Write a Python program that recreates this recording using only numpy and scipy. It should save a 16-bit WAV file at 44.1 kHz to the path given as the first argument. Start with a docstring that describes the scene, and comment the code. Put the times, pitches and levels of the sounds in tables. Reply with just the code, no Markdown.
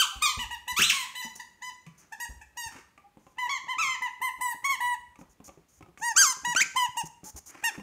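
"""A spiky rubber ball squeaks as a dog chews it on a rug in a living room, first farther off, then close by.
Each bite drives air through the ball's reed: the squeak scoops up, usually sags as the ball empties, and drops
as the jaw lets go. A clamping jaw pushes the pitch up, as far as a squeal; weak air only hisses. Paws thud as
low booms, jaws knock on the hollow rubber, and uneven soft noises swell and fade near the dog. The small room
answers every sound of the dog with echoes, over a faint steady noise."""
import sys
import numpy as np
from scipy import signal
from scipy.fft import rfft, irfft
from scipy.io import wavfile
from scipy.ndimage import uniform_filter1d

SR = 44100
rng = np.random.default_rng(int(sys.argv[2]) if len(sys.argv) > 2 else 0)


def put_to_file(sound):
    """Save the sound as 16-bit audio at rate SR, in the file named by the first command-line argument."""
    columns = np.atleast_2d(sound).T  # one column per channel
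    safe = np.clip(columns, -1, 1)
    whole_steps = np.round(safe * 32767)
    wavfile.write(sys.argv[1], SR, whole_steps.astype(np.int16))


N = 344862

# The tone colour of the quiet room. Each row: frequency in Hz, relative level per Hz in dB.
QUIET_ROOM_COLOUR = [(30, -9), (60, 6.5), (110, 0), (200, 1), (500, -7.5), (900, -12), (1400, -12),
                     (2000, -12), (4000, -19.5), (6500, -22), (15000, -25.5)]
# How the room echoes. Each row: frequency in Hz, time to fade by 60 dB in seconds, relative level in dB.
ROOM_BANDS = [(100, 0.65, 5.5), (440, 0.29, 0), (1080, 0.51, 9), (2200, 0.57, 4.5), (4060, 0.49, 8),
              (7400, 0.48, 5), (14000, 0.47, 1)]
# The dog comes nearer. Each row: time in seconds, room sound minus direct sound in dB.
ROOM_SHARE = [(0, -9.5), (.5, -9.5), (.9, -6.5), (1.6, -7), (2.3, -9), (2.7, -10), (3.5, -10), (4.2, -10),
              (4.9, -14), (6.2, -17.5), (6.7, -16), (7.8, -18)]
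# Uneven soft noises near the dog swell and fade. Each row: start in seconds, length in seconds, level in dB.
SOFT_NOISES = [(1.95, 0.11, -66), (2.697, 0.11, -55.5), (7.498, 0.19, -54), (7.692, 0.09, -50.5)]
# The tone colour of the soft noises. Each row: frequency in Hz, relative level in dB.
SOFT_NOISE_COLOUR = [(150, -17), (330, -1.5), (550, -15), (850, -7), (1600, -5), (2400, -6), (3600, -25),
                     (6000, -16.5), (15000, -35)]
# Paws on floor and rug. Each row: start in seconds, level in dB, pitch in Hz,
# time to fade by 60 dB in seconds.
PAW_THUDS = [(.156, -38, 60.4, .19), (.371, -23, 73.5, 0.053), (.38, -42, 237, 0.11),
             (.43, -36.5, 59.6, 0.12), (.721, -37.5, 74, 0.092), (.795, -33, 136, 0.085),
             (1.247, -37, 225, 0.085), (1.868, -38.5, 162, 0.082), (2.29, -35.5, 60.7, .17),
             (2.358, -47, 60, .13), (2.66, -38.5, 84.8, .069), (5.825, -43.5, 102.5, 0.068),
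             (6.491, -43, 167, 0.11), (6.887, -36.5, 122, 0.038), (7.035, -28.5, 146, .039),
             (7.34, -39.5, 67.3, 0.15), (7.78, -38.5, 202, 0.22)]
# Teeth and claws knock on ball and floor. Each row: time in seconds, level in dB, extra treble in dB.
KNOCKS = [(.795, -36, -4), (1.248, -48, 12.5), (1.867, -43.5, 24), (2.756, -52.5, 0.5), (2.979, -50, 13),
          (3.173, -53, -0.5), (3.269, -51.5, 6), (5.159, -50, 17.5), (5.192, -50, -1), (5.215, -47, -0.5),
          (5.404, -49.5, -0.5), (5.482, -50.5, 6.5), (5.493, -45, 9), (5.577, -54, -6.5), (5.81, -48, 1),
          (5.827, -48, 14.5), (5.863, -54.5, 4.5), (5.977, -42, 24.5), (6.477, -47, -8), (6.551, -24, 25),
          (6.614, -48, -7.5), (7.042, -48, -12), (7.235, -48.5, -5.5), (7.363, -51.5, 3),
          (7.553, -46.5, 8.5), (7.78, -44, -3.5), (7.799, -46, 8)]
# The ways the hollow ball rings. Each row: pitch in Hz, relative level in dB,
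# time to fade by 60 dB in seconds.
BALL_MODES = [(191, -0.5, 0.15), (296.2, 5, .07), (382.3, -3, 0.1), (551, -1.5, 0.059), (786, 1.5, 0.039),
              (1110, -5, 0.062)]
# Air too weak to make the reed beat. Each row: start in seconds, length in seconds, level in dB.
PUFFS = [(1.356, 0.01, -44), (1.98, 0.039, -58), (2.716, 0.027, -62), (3.195, .14, -75),
         (5.187, 0.039, -63.5), (5.296, 0.041, -66.5), (5.443, 0.043, -52.5), (5.686, 0.11, -66),
         (5.984, 0.027, -56.5), (7.056, 0.021, -44.5), (7.242, .065, -45.5), (7.363, 0.031, -45),
         (7.461, 0.052, -48)]
# The tone colour of air hissing through the reed. Each row: frequency in Hz, relative level in dB.
HISS_COLOUR = [(1000, -13.5), (3800, -25), (5200, -11), (6300, -0.5), (7000, 0), (7800, -14), (9200, -7.5),
               (10300, -15.5), (12000, -14), (15000, -17)]
# The reed barely swings and hums. Each row: start in seconds, length in seconds, level in dB, pitch in Hz.
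HUMS = [(0.123, 0.058, -52.5, 793), (1.262, 0.022, -46.5, 895), (3.041, 0.035, -55.5, 806),
        (7.255, 0.039, -52.5, 855), (7.374, 0.013, -54.5, 798)]
# The reed in its short pipe favours some frequencies. Each row: frequency in Hz, relative level in dB.
PIPE_COLOUR = [(700, 13), (1000, -5), (2000, 0), (2950, -12.5), (3900, -21.5), (4700, -20.5), (5600, -16),
               (6500, -10), (7600, -15.5), (8700, -14.5), (10300, -24.5), (11500, -25), (14500, -22.5),
               (16000, -29.5)]
# A hard squeeze makes the reed beat unevenly, until it overblows into a whistle.
# Each row: pitch in Hz, strain from 0 to 1.
STRAIN_BY_PITCH = [(950, .04), (1100, .16), (1500, .55), (2500, .9), (4000, .4)]
# One squeak a bite. Each row: start in seconds, length in seconds, rise in seconds,
# pitch in Hz before the bends, sag in Hz per second, level in dB before the swells, brightness in dB,
# then the colour from the muzzle: dB at 2 kHz, at 3 kHz, at 4 kHz, and from 8 kHz up.
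BITES = [ (-.01, 0.061, .005, 1032, 400, -31, -5, -15, 19, 13, -6.5),
         (0.224, .1, 0.00091, 1033, 95, -32.5, -4, -5.5, 10, 18.5, -3.5),
         (.393, 0.05, 0.0026, 1021, 1897, -32.5, -10.5, 1, 16.5, 7, -3.5),
         (0.511, 0.041, 0.0011, 963, 169, -35, -14, -2, 9.5, 2.5, 3),
         (0.681, 0.042, 0.0011, 988, -250, -32.5, -7.5, -1.5, 5.5, 12, 6.5),
         (0.931, .115, 0.0022, 1131, 1395.5, -31.5, -4.5, -1, 6, 15.5, 3),
         (1.155, 0.063, 0.00088, 991, -300, -36, -8, 4, 14, 18.5, 3.5),
         (1.227, 0.032, 0.0023, 996, 2, -38.5, -2.5, 3, 6, 11, 0),
         (1.4, 0.01, 0.0014, 1006, -5, -39, -8.5, -2.5, 0, 6, 0),
         (1.623, 0.076, 0.0022, 1014, 182, -38.5, -7.5, -0.5, -0.5, 4, -2),
         (2.125, 0.014, 0.0021, 915, -0.5, -38.5, -11.5, 2, 4, -3, -1),
         (2.203, 0.05, 0.0014, 963, 425, -35, -5, 4, 2, 4, 4),
         (2.416, .011, 0.0017, 899, 0, -47, -10, 13.5, 10, -8, 1.5),
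         (2.574, .11, 0.00071, 970, 734, -36.5, -3, 0, 5.5, 7, -1.5),
         (3.386, 0.09, 0.00092, 1016, 657, -30, -20.5, -3.5, -1.5, -4.5, -3.5),
         (3.495, 0.084, .003, 1155, 1850, -28, -12, 0.5, -0.5, 5, -12),
         (3.684, .054, 0.013, 1110, 1940, -29, -21.5, -2.5, -4, -5, -3),
         (3.785, 0.17, 0.0066, 1103, 505, -28.5, -11, 1, 5.5, 4, -12.5),
         (4.023, 0.053, 0.00059, 1023, 1329, -28, -21, -1, -3, -7, -2),
         (4.218, 0.073, 0.0076, 1064, 1030, -28, -13.5, -2, -4, -6.5, 12.5),
         (4.412, 0.12, 0.0031, 1027, 820, -29, -8, -3.5, -7, -8, 11.5),
         (4.645, 0.11, 0.0045, 1145, 1206, -26.5, -11.5, 2, 0, -0.5, 0.5),
         (4.807, 0.14, 0.0011, 984, 83, -29, -16.5, -3, -4, -4.5, 10.5),
         (6.013, 0.1087, 0.023, 1038, 1114, -26.5, -7.5, 1, -6, -5, -5.5),
         (6.166, 0.16, 0.0057, 1104, 479, -24.5, 5.5, -10, -2.5, 3.5, -11),
         (6.451, 0.081, 0.00071, 969, -3, -27.5, -8.5, -3.5, 0.5, -1.5, -4),
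         (6.763, 0.099, 0.002, 1009, 450, -24.5, -12, -12, 2.5, -9, -4),
         (6.972, 0.048, 0.0078, 1021, 3091, -26.5, -7.5, -19.5, 4.5, -9, -0.5),
         (7.641, 0.053, 0.0028, 951, 1250, -25, -7, 11, 11.5, 6.5, -3.5)]
# The jaw clamps down within a bite. Each row: time in seconds, half width in seconds,
# pitch rise in Hz, level rise in dB.
CLAMPS = [(.002, 0.023, 548, 12), (.2386, 0.031, 214.7, 11.5), (3.801, 0.03, 244.6, 3),
          (4.713, 0.012, 45.2, 5), (6.202, .042, 536.6, 9), (6.781, 0.019, 30.3, 0.5)]
# Twice the ball is crushed flat and the reed overblows; each squeal is a list of points.
# Each row of a list: time in seconds, reed pitch in Hz, level in dB.
SQUEALS = [
    [(.768, 1109, -25.5), (.793, 1385, -21), (.809, 1928, -28), (.823, 2760, -16), (.847, 3946, -27.5),
     (.886, 4186, -33.5), (.896, 3415, -26.5), (.9, 2843, -14), (.911, 1670, -28.5), (.925, 1226, -38)],
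    [(6.564, 1365, -20), (6.576, 1534, -19.5), (6.6, 1550, -25), (6.612, 2080, -18), (6.624, 2620, -21.5),
     (6.63, 2140, -29)],
]
# The colour of each squeal. Each row: brightness in dB, then dB at 2 kHz, at 3 kHz, at 4 kHz,
# and from 8 kHz up.
SQUEAL_COLOURS = [(-4.5, -1, 13.5, 15, -5), (-3.5, -6, 6.1, 3.3, -13.5)]

# level of the quiet room, and the highest frequency let through
QUIET_ROOM_DB, TOP_HZ = -69, 15600
# the dog stands over the ball and gnaws it
GNAW_START_S, GNAW_END_S = 3.6, 6.8
# the jaws meet the ball just before each squeak; their level is relative to the squeak
JAW_LEAD_S, JAW_DB, JAW_TREBLE_DB = 0.014, -27, 5
# pitch scatter (as a share) and level scatter at full strain; the jaw's tremble as a share of the pitch
RASP_JITTER, RASP_DB, TREMOR = .011, 3, .005
# shares of the pitch by which a squeak starts flat and ends flat, and the time the jaw takes to let go
SCOOP, DROP, LET_GO_S = 0.068, .07, .0024
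# a slow bite starts flatter still, and lets go more slowly by a share of its rise
SCOOP_PER_RISE_S, LET_GO_SHARE = 8, 0.41
# a bite with this rise swells in from so many dB below; quick ones start near full strength
SLOW_RISE_S, SWELL_DB = 0.02, 15.5
# as the pressure falls, the squeak gets softer and duller with its pitch
LEVEL_DB_PER_OCTAVE, BRIGHT_DB_PER_OCTAVE = 38, 9.5
CLAMP_FLATNESS = 2.4  # 2 is a bell shape; more holds the top longer


def undb(db):
    """Turn decibels into a gain."""
    return 10 ** (np.asarray(db) / 20)


def unit(x):
    """Scale a sound to an average (rms) strength of 1."""
    return x / np.sqrt(np.mean(x ** 2) + 1e-18)


def lookup(hz, points):
    """Read a value between (Hz, value) points, with frequency on a log scale."""
    point_hz, value = np.transpose(points)
    return np.interp(np.log(np.maximum(hz, 1)), np.log(point_hz), value)


def noise(size, colour):
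    """Make noise of rms 1 with the given (Hz, dB) colour."""
    hz = np.fft.rfftfreq(size, 1 / SR)
    white = rfft(rng.standard_normal(size))
    return unit(irfft(white * undb(lookup(hz, colour)), size))


def wander(t, rate):
    """Drift between random values, with `rate` new values a second and a spread near 1."""
    knots = rng.standard_normal(int(t[-1] * rate) + 2)
    return np.interp(t * rate, np.arange(len(knots)), knots)


def clock(length):
    """List the sample times of a short sound."""
    return np.arange(max(int(length * SR), 2)) / SR


def decay(t, t60):
    """Fade by 60 dB in t60 seconds."""
    return np.exp(-np.log(1000) * t / t60)


def gate(t, length, edge):
    """Swell up from 0, and fade from `length` on, over rounded edges."""
    nearest_end = np.minimum(t, length + edge - t)
    return np.sin(np.pi / 2 * np.clip(nearest_end / edge, 0, 1)) ** 2


def rounded(t, s, values, span):
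    """Draw a curve through the points, its corners rounded by the give of the rubber."""
    curve = np.interp(t, s, values)
    return uniform_filter1d(curve, max(int(span * SR), 1), mode="nearest")


def add(track, start, sound):
    """Mix a sound into the track at a time in seconds, leaving out what falls outside."""
    i = int(start * SR)
    sound, i = sound[max(-i, 0):], max(i, 0)
    track[i:i + len(sound)] += sound[:max(N - i, 0)]


def quiet_room(t):
    """The room's own faint noise, whose level drifts a little."""
    return noise(N, QUIET_ROOM_COLOUR) * undb(QUIET_ROOM_DB + 0.42 * wander(t, 4.4))


def room(x, first=0.0065, early_db=4, early_t60=0.11, dense=.06):
    """Floor and furniture answer with single echoes, which crowd into a tail; each band fades at its own rate."""
    t = clock(.8)
    hz = np.fft.rfftfreq(len(t), 1 / SR)
    centres, t60s, colours = np.transpose(ROOM_BANDS)
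    # echoes grow in number with the square of the time, between a floor and a ceiling
    density = np.clip(.1 * (t / dense) ** 2, .02, 1)
    signs = np.sign(rng.standard_normal(len(t)))
    present = rng.random(len(t)) < density
    echoes = rfft(signs * present / np.sqrt(density))
    onset = (t > first) * (1 + undb(early_db) * decay(t, early_t60))
    response = 0
    for band, t60, db in zip(np.eye(len(ROOM_BANDS)), t60s, colours):
        shape = onset * decay(t, t60)
        weight = lookup(hz, np.column_stack([centres, band]))
        band_echoes = irfft(echoes * weight, len(t))
        response = response + undb(db) * band_echoes * shape / np.linalg.norm(shape)
    return signal.fftconvolve(x, response)[:N]


def soft_noises(grain_db=5.0):
    """An uneven soft noise that swells and fades."""
    out = np.zeros(N)
    for s, length, db in SOFT_NOISES:
        t = clock(length + .07)
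        level = undb(db + grain_db * wander(t, 176))
        add(out, s - .035, noise(len(t), SOFT_NOISE_COLOUR) * gate(t, length, edge=0.08) * level)
    return out


def paws(rise=0.0037, scuff_db=-12, count=12, shift_db=-57, low_hz=55, high_hz=170, shift_t60=0.2):
    """Soft pads push the floor: a damped boom with a little scuff. The gnawing dog shifts its weight."""
    out, t = np.zeros(N), clock(.2)
    scuff_colour = [(25, -4), (60, -5), (250, -0.5), (600, -14.5), (3000, -32)]
    shifts = []
    for when, pitch in rng.random((count, 2)):
        start = np.interp(when, [0, 1], [GNAW_START_S, GNAW_END_S])
        shifts.append((start, shift_db, low_hz * (high_hz / low_hz) ** pitch, shift_t60))
    for s, db, hz, t60 in [*PAW_THUDS, *shifts]:
        boom = unit(np.sin(2 * np.pi * hz * t)) * decay(t, t60)
        scuff = noise(len(t), scuff_colour) * decay(t, t60)
        add(out, s, undb(db) * (boom + undb(scuff_db) * scuff) * (1 - np.exp(-t / rise)))
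    return out


def knock(treble_db, tick_db=-8, tick_t60=0.03, rise=0.00025, rub_db=-12, rub_t60=0.42, tilt=0.94):
    """A tooth slips on the rubber: a tick, a rub, and dull ringing whose pitches shift as the ball is squashed."""
    t = clock(.3)
    hz, db, t60 = np.transpose(BALL_MODES)[:, :, None]
    level_chance, pitch_chance = rng.standard_normal((2, len(BALL_MODES), 1))
    # harder contact favours the higher modes
    size = undb(db + tilt * treble_db * np.log2(hz / hz[0]) + 2 * level_chance)
    modes = np.sin(2 * np.pi * hz * (1 + 0.091 * pitch_chance) * t) * decay(t, t60)
    body = (size * modes).sum(0) / np.linalg.norm(size)
    tick_colour = [(300, -9), (1000, -25.5), (2400, -1), (4000, -25.0), (7000, -16), (15000, -40)]
    tick = noise(len(t), tick_colour) * decay(t, tick_t60)
    rub_colour = [(100, -5.5), (330, 2.5), (550, -6.5), (1000, -2.5), (1600, -16.5), (5000, -29.0)]
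    rub = noise(len(t), rub_colour) * decay(t, rub_t60)
    hard = undb(tick_db + treble_db)
    mix = 2.76 * body + hard * tick + undb(rub_db) * rub
    return mix * (1 - np.exp(-t / rise)) / np.hypot(1, hard)


def chewing(count=12, faint_db=-58, spread_db=6):
    """Clear knocks, the jaws closing before each squeak, and faint gnawing at random moments."""
    out = np.zeros(N)
    for s, db, treble_db in KNOCKS:
        add(out, s - .002, undb(db) * knock(treble_db))
    for s, length, rise, hz, sag, db, *colour in BITES:
        add(out, s - JAW_LEAD_S, undb(db + JAW_DB) * knock(JAW_TREBLE_DB))
    for when, size, treble in rng.random((count, 3)):
        start = np.interp(when, [0, 1], [GNAW_START_S, GNAW_END_S])
        add(out, start, undb(faint_db + spread_db * size) * knock(4 * treble))
    return out


def puffs():
    """Air too weak to make the reed beat only hisses through it."""
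    out = np.zeros(N)
    for s, length, db in PUFFS:
        t = clock(length + 0.0076)
        level = undb(db + 1.0 * wander(t, 88))
        add(out, s - .004, noise(len(t), HISS_COLOUR) * gate(t, length, edge=0.0061) * level)
    return out


def hums():
    """A reed that barely swings gives a nearly pure, slightly unsteady tone."""
    out = np.zeros(N)
    for s, length, db, hz in HUMS:
        t = clock(length + 0.013)
        unsteady_hz = hz * (1 + 0.0086 * wander(t, 80))
        tone = np.sin(2 * np.pi * np.cumsum(unsteady_hz) / SR)
        add(out, s - .005, unit(tone) * gate(t, length, edge=0.013) * undb(db))
    return out


def bite(start, length, rise, top_hz, sag, db, bright_db):
    """One bite as rows of seconds, Hz, dB, brightness dB: pressure builds, leaks away and is let go."""
    t = clock(length)
    building = np.exp(-t / rise)
    letting_go = np.exp((t - length) / (LET_GO_S + LET_GO_SHARE * rise))
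    held_hz = (top_hz - sag * t) * (1 - DROP * letting_go)
    hz = held_hz * (1 - (SCOOP + SCOOP_PER_RISE_S * rise) * building)
    octaves = np.minimum(np.log2(held_hz / hz.max()), 0)  # how far the pitch has fallen
    swell = SWELL_DB * (building * rise / SLOW_RISE_S) ** 2
    db = db + LEVEL_DB_PER_OCTAVE * octaves - swell
    for s, width, more_hz, more_db in CLAMPS:
        clamp = np.exp(-np.abs((start + t - s) / width) ** CLAMP_FLATNESS)
        hz = hz + more_hz * clamp
        db = db + more_db * np.sqrt(clamp)
    return np.column_stack([start + t, hz, db, bright_db + BRIGHT_DB_PER_OCTAVE * octaves])


def harmonics(t, hz, bright_db, muzzle, sway_db=2.18):
    """Size the reed's harmonics after pipe and muzzle, rms 1 together; brightness is treble minus the rest."""
    k = np.arange(1, 19)[:, None]
    partial_hz = k * hz
    nasal, ring, edge, sheen = muzzle  # dB at 2, 3, 4 and from 8 kHz
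    mouth = [(1400, 0), (2000, nasal), (2950, ring), (3900, edge), (5000, 0), (7200, 0), (8000, sheen)]
    # the head moves over the floor, so each harmonic swells and fades on its own, the high ones most
    sway = sway_db * np.log(1 + k) * np.array([wander(t, 45) for _ in k])
    size = undb(lookup(partial_hz, PIPE_COLOUR) + lookup(partial_hz, mouth) + sway)
    size = size * (partial_hz < SR * .4)  # leave out what is too high to represent safely
    # a sharper closure of the reed lifts the upper harmonics, above about 4.5 kHz
    upper = np.clip((partial_hz - 4200) / 600, 0, 1)
    low_power = (size ** 2 * (1 - upper)).sum(0)
    high_power = (size ** 2 * upper).sum(0)
    balance = np.sqrt(low_power / high_power)
    size = size * (1 - upper + upper * balance * undb(bright_db))
    return k, size / np.sqrt((size ** 2).sum(0) / 2)


def squeak(curve, muzzle, attack=0.0021, release=0.0043, slack=.08, twist=2.1, air_db=-26, waver_db=1):
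    """The reed beats once a cycle; its harmonics slide through the pipe's resonances."""
    s, *columns = np.transpose(curve)
    margin = .025  # seconds before and after the curve
    start = s[0] - margin
    t = clock(s[-1] + margin - start)
    hz, db, bright_db = (rounded(t + start, s, column, span=.004) for column in columns)
    strain = lookup(hz, STRAIN_BY_PITCH)
    # while the reed's swing builds up and dies away, it is flatter and duller
    before = np.maximum(margin - t, 0) / attack
    after = np.maximum(t + start - s[-1], 0) / release
    swing = 1 / (1 + (before + after) ** 2)
    hz = hz * (1 - slack * (1 - swing)) * (1 + TREMOR * wander(t, 70))
    k, size = harmonics(t, hz, bright_db + 10 * np.log10(swing), muzzle)
    # under strain the cycles differ in length and strength
    jitter = strain * wander(t, 900)
    flutter = strain * wander(t, 1400)
    phase = 2 * np.pi * np.cumsum(hz * (1 + RASP_JITTER * jitter)) / SR
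    # the twist staggers the harmonics so that their peaks do not pile up
    tone = (size * np.cos(k * phase + twist * k * np.log(k))).sum(0)
    # air rushes through while the reed stands open
    air = undb(air_db) * strain * noise(len(t), HISS_COLOUR) * (1 + np.cos(phase))
    level = undb(db + RASP_DB * flutter + waver_db * wander(t, 80))
    return start, (tone + air) * swing * level


def squeaker():
    """The ball's reed: a squeak for every bite, two squeals, and the hiss and hum of gentler squeezes."""
    out = puffs() + hums()
    for *squeeze, nasal, ring, edge, sheen in BITES:
        add(out, *squeak(bite(*squeeze), (nasal, ring, edge, sheen)))
    for points, (bright_db, *muzzle) in zip(SQUEALS, SQUEAL_COLOURS):
        curve = [(*point, bright_db) for point in points]
        add(out, *squeak(curve, muzzle))
    return out


def scene():
    """Everything but the faint noise happens at the dog, so one distance sets the share of the room."""
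    t = np.arange(N) / SR
    dog = soft_noises() + paws() + chewing() + squeaker()
    wet = undb(np.interp(t, *np.transpose(ROOM_SHARE)))
    direct = dog / np.hypot(1, wet)  # more room means less direct sound
    return (quiet_room(t) + room(direct * wet) + direct)[None]


def record(dry):
    """The phone's microphone cuts the deepest rumble and the top."""
    low_cut = signal.butter(3, 40, "high", fs=SR, output="sos")
    top_cut = signal.ellip(10, .2, 70, TOP_HZ, fs=SR, output="sos")
    return signal.sosfilt(top_cut, signal.sosfilt(low_cut, dry))


dry = scene()
out = record(dry)
put_to_file(out)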